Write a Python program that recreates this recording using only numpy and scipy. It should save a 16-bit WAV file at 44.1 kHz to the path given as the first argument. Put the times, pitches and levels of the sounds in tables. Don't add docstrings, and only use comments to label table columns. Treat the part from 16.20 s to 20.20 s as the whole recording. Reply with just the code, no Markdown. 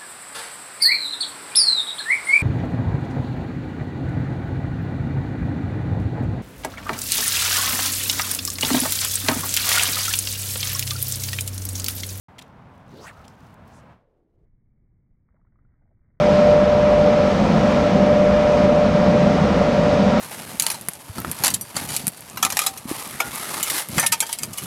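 import sys
import numpy as np
from scipy import signal
from scipy.fft import rfft, irfft
from scipy.io import wavfile
from scipy.ndimage import uniform_filter1d

SR = 44100
rng = np.random.default_rng(int(sys.argv[2]) if len(sys.argv) > 2 else 0)


def generate_wav(signal):
    frames = np.transpose(np.atleast_2d(signal))
    scaled = np.clip(frames, -1, 1) * 32767
    pcm = np.round(scaled).astype(np.int16)
    wavfile.write(sys.argv[1], SR, pcm)


N = 176400
T = np.arange(N) / SR
HZ = np.maximum(np.arange(N // 2 + 1) * SR / N, 1)

# frequency_hz, density_db (per Hz)
RUMBLE_SPECTRUM = [(12, -81.5), (25, -65.5), (40, -59.5), (54, -49), (70, -48), (95, -47.5), (118, -57.5),
                   (200, -68.5), (500, -92.5)]
# frequency_hz, density_db (per Hz)
AIR_SPECTRUM = [(100, -61.5), (380, -56), (800, -54.5), (890, -57), (970, -55), (1130, -59.5),
                (1345, -57.5), (1510, -64.5), (2000, -64.5), (2650, -69), (3200, -71.3), (3750, -72.5),
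                (4200, -74.5), (5400, -76.5), (6500, -81.5), (7200, -87.5), (8300, -90.5), (8900, -96.3),
                (11800, -101.5), (15500, -117)]
# time_s, gain_db
TREBLE_GAIN = [(0, 1.5), (.32, 0.5), (.44, -1.2), (1, -0.2), (1.55, 2), (1.83, -1), (2.2, -.8), (2.44, .8),
               (2.48, -1.1), (2.9, 0), (3.27, 1), (3.5, 0.6), (4, 1.5)]
# pitch_hz, start_level_db (rms), change_db_per_s
MOTOR_WHINES = [(78, -40, -1), (246, -39, 1.5), (500, -45, 2.5), (948, -41.5, -0.5), (1134, -50.5, 0.5),
                (1190, -51.5, 3), (1325, -44, -1.8), (1417, -57.5, 3.5), (1568, -58, 2)]
# centre_hz, width_hz, level_db (rms)
DUCT_RESONANCES = [(156.5, 40, -30), (282, 60, -34), (489.2, 118, -26.5), (564.8, 68, -26), (700, 74, -31),
                   (751.7, 32, -36.5), (1645, 70, -48.5), (2394, 260, -46.5), (2895, 150, -51.5)]
# time_s, level_db (rms)
BOOM_SWELLS = [(0, -23.5), (.18, -21.5), (.3, -23), (.7, -25), (.88, -22.5), (1.08, -24.5), (1.27, -18),
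               (1.47, -17.5), (1.67, -22.5), (1.8, -17), (1.9, -21), (2.1, -21), (2.34, -25.5),
               (2.44, -17.5), (2.58, -22), (2.9, -17), (3.05, -19), (3.35, -18.5), (3.5, -22), (3.7, -21.5),
               (3.84, -17), (4, -19.5)]
# time_s, level_db (rms)
BLADE_SWELLS = [(0, -17), (.3, -12.5), (.57, -17), (.8, -14.5), (.93, -15.5), (1.08, -19.5), (1.16, -32),
                (1.27, -35), (1.47, -19), (1.6, -18.5), (1.7, -21), (1.92, -16), (2.45, -16), (2.7, -19),
                (3.07, -20), (3.25, -27), (3.46, -22), (3.73, -20), (4, -25.5)]


def from_db(db):
    return 10 ** (np.asarray(db) / 20)


def rms_one(x):
    return x / np.sqrt(np.mean(x ** 2) + 1e-20)


def in_time(rows):
    return np.interp(T, *np.transpose(rows))


def drift(rate_hz):
    spectrum = rfft(rng.standard_normal(N)) / (1 + (np.fft.rfftfreq(N, 1 / SR) / rate_hz) ** 2)
    spectrum[0] = 0
    return rms_one(irfft(spectrum, N))


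def noise_spectrum(points):
    hz, db = np.transpose(points)
    density_db = np.interp(np.log(HZ), np.log(hz), db, right=-np.inf)
    return rfft(rng.standard_normal(N)) * np.sqrt(SR / 2) * from_db(density_db)


def resonant_noise(centre_hz, width_hz):
    detune = (HZ ** 2 - centre_hz ** 2) / (HZ * width_hz)
    return rms_one(irfft(rfft(rng.standard_normal(N)) / (1 + 1j * detune) ** 2, N))


def steadied(x, window_s):
    size = int(window_s * SR)
    power = uniform_filter1d(uniform_filter1d(x ** 2, size), size)
    return rms_one(x / np.sqrt(power + 1e-12))


def rotor_tone(pitch_hz, wander_hz):
    cycles = np.cumsum(pitch_hz + wander_hz * drift(rate_hz=2.42)) / SR + rng.random()
    return np.sqrt(2) * np.sin(2 * np.pi * cycles)


def running_gear():
    return irfft(noise_spectrum(RUMBLE_SPECTRUM), N)


def motor_whines():
    out = 0
    for pitch_hz, start_level_db, change_db_per_s in MOTOR_WHINES:
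        level = from_db(start_level_db + change_db_per_s * T)
        waver = rms_one(from_db(3 * drift(rate_hz=6.3)))
        out += level * waver * rotor_tone(pitch_hz, wander_hz=1.07)
    return out


def air_rush(treble_from_hz=1300):
    spectrum, out = noise_spectrum(AIR_SPECTRUM), 0
    octaves = np.arange(7, 15)
    for octave in octaves:
        band_share = np.interp(np.log2(HZ), octaves, octaves == octave)
        treble_share = 1 / (1 + (treble_from_hz / 2 ** octave) ** 2)
        shimmer_db = treble_share * in_time(TREBLE_GAIN) + 0.5 * drift(rate_hz=4.9)
        out += irfft(spectrum * band_share, N) * from_db(shimmer_db)
    return out


def ducts():
    return sum(from_db(level_db) * resonant_noise(centre_hz, width_hz)
               for centre_hz, width_hz, level_db in DUCT_RESONANCES)


def body_drone():
    boom = steadied(resonant_noise(centre_hz=193.5, width_hz=86), window_s=0.1)
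    hum = from_db(-7) * rotor_tone(pitch_hz=199, wander_hz=0.7)
    return from_db(in_time(BOOM_SWELLS)) * (boom + hum)


def blower_tone():
    flutter_db = 0.33 * drift(rate_hz=10)
    level = from_db(in_time(BLADE_SWELLS) + flutter_db)
    return level * rotor_tone(pitch_hz=595.7, wander_hz=0.28)


def scene():
    return (blower_tone() + motor_whines() + air_rush() + ducts() + body_drone() + running_gear())[None]


def record(dry, stopband_hz=16300):
    return signal.sosfilt(signal.cheby2(14, 50, stopband_hz, fs=SR, output="sos"), dry)


dry = scene()
out = record(dry)
generate_wav(out)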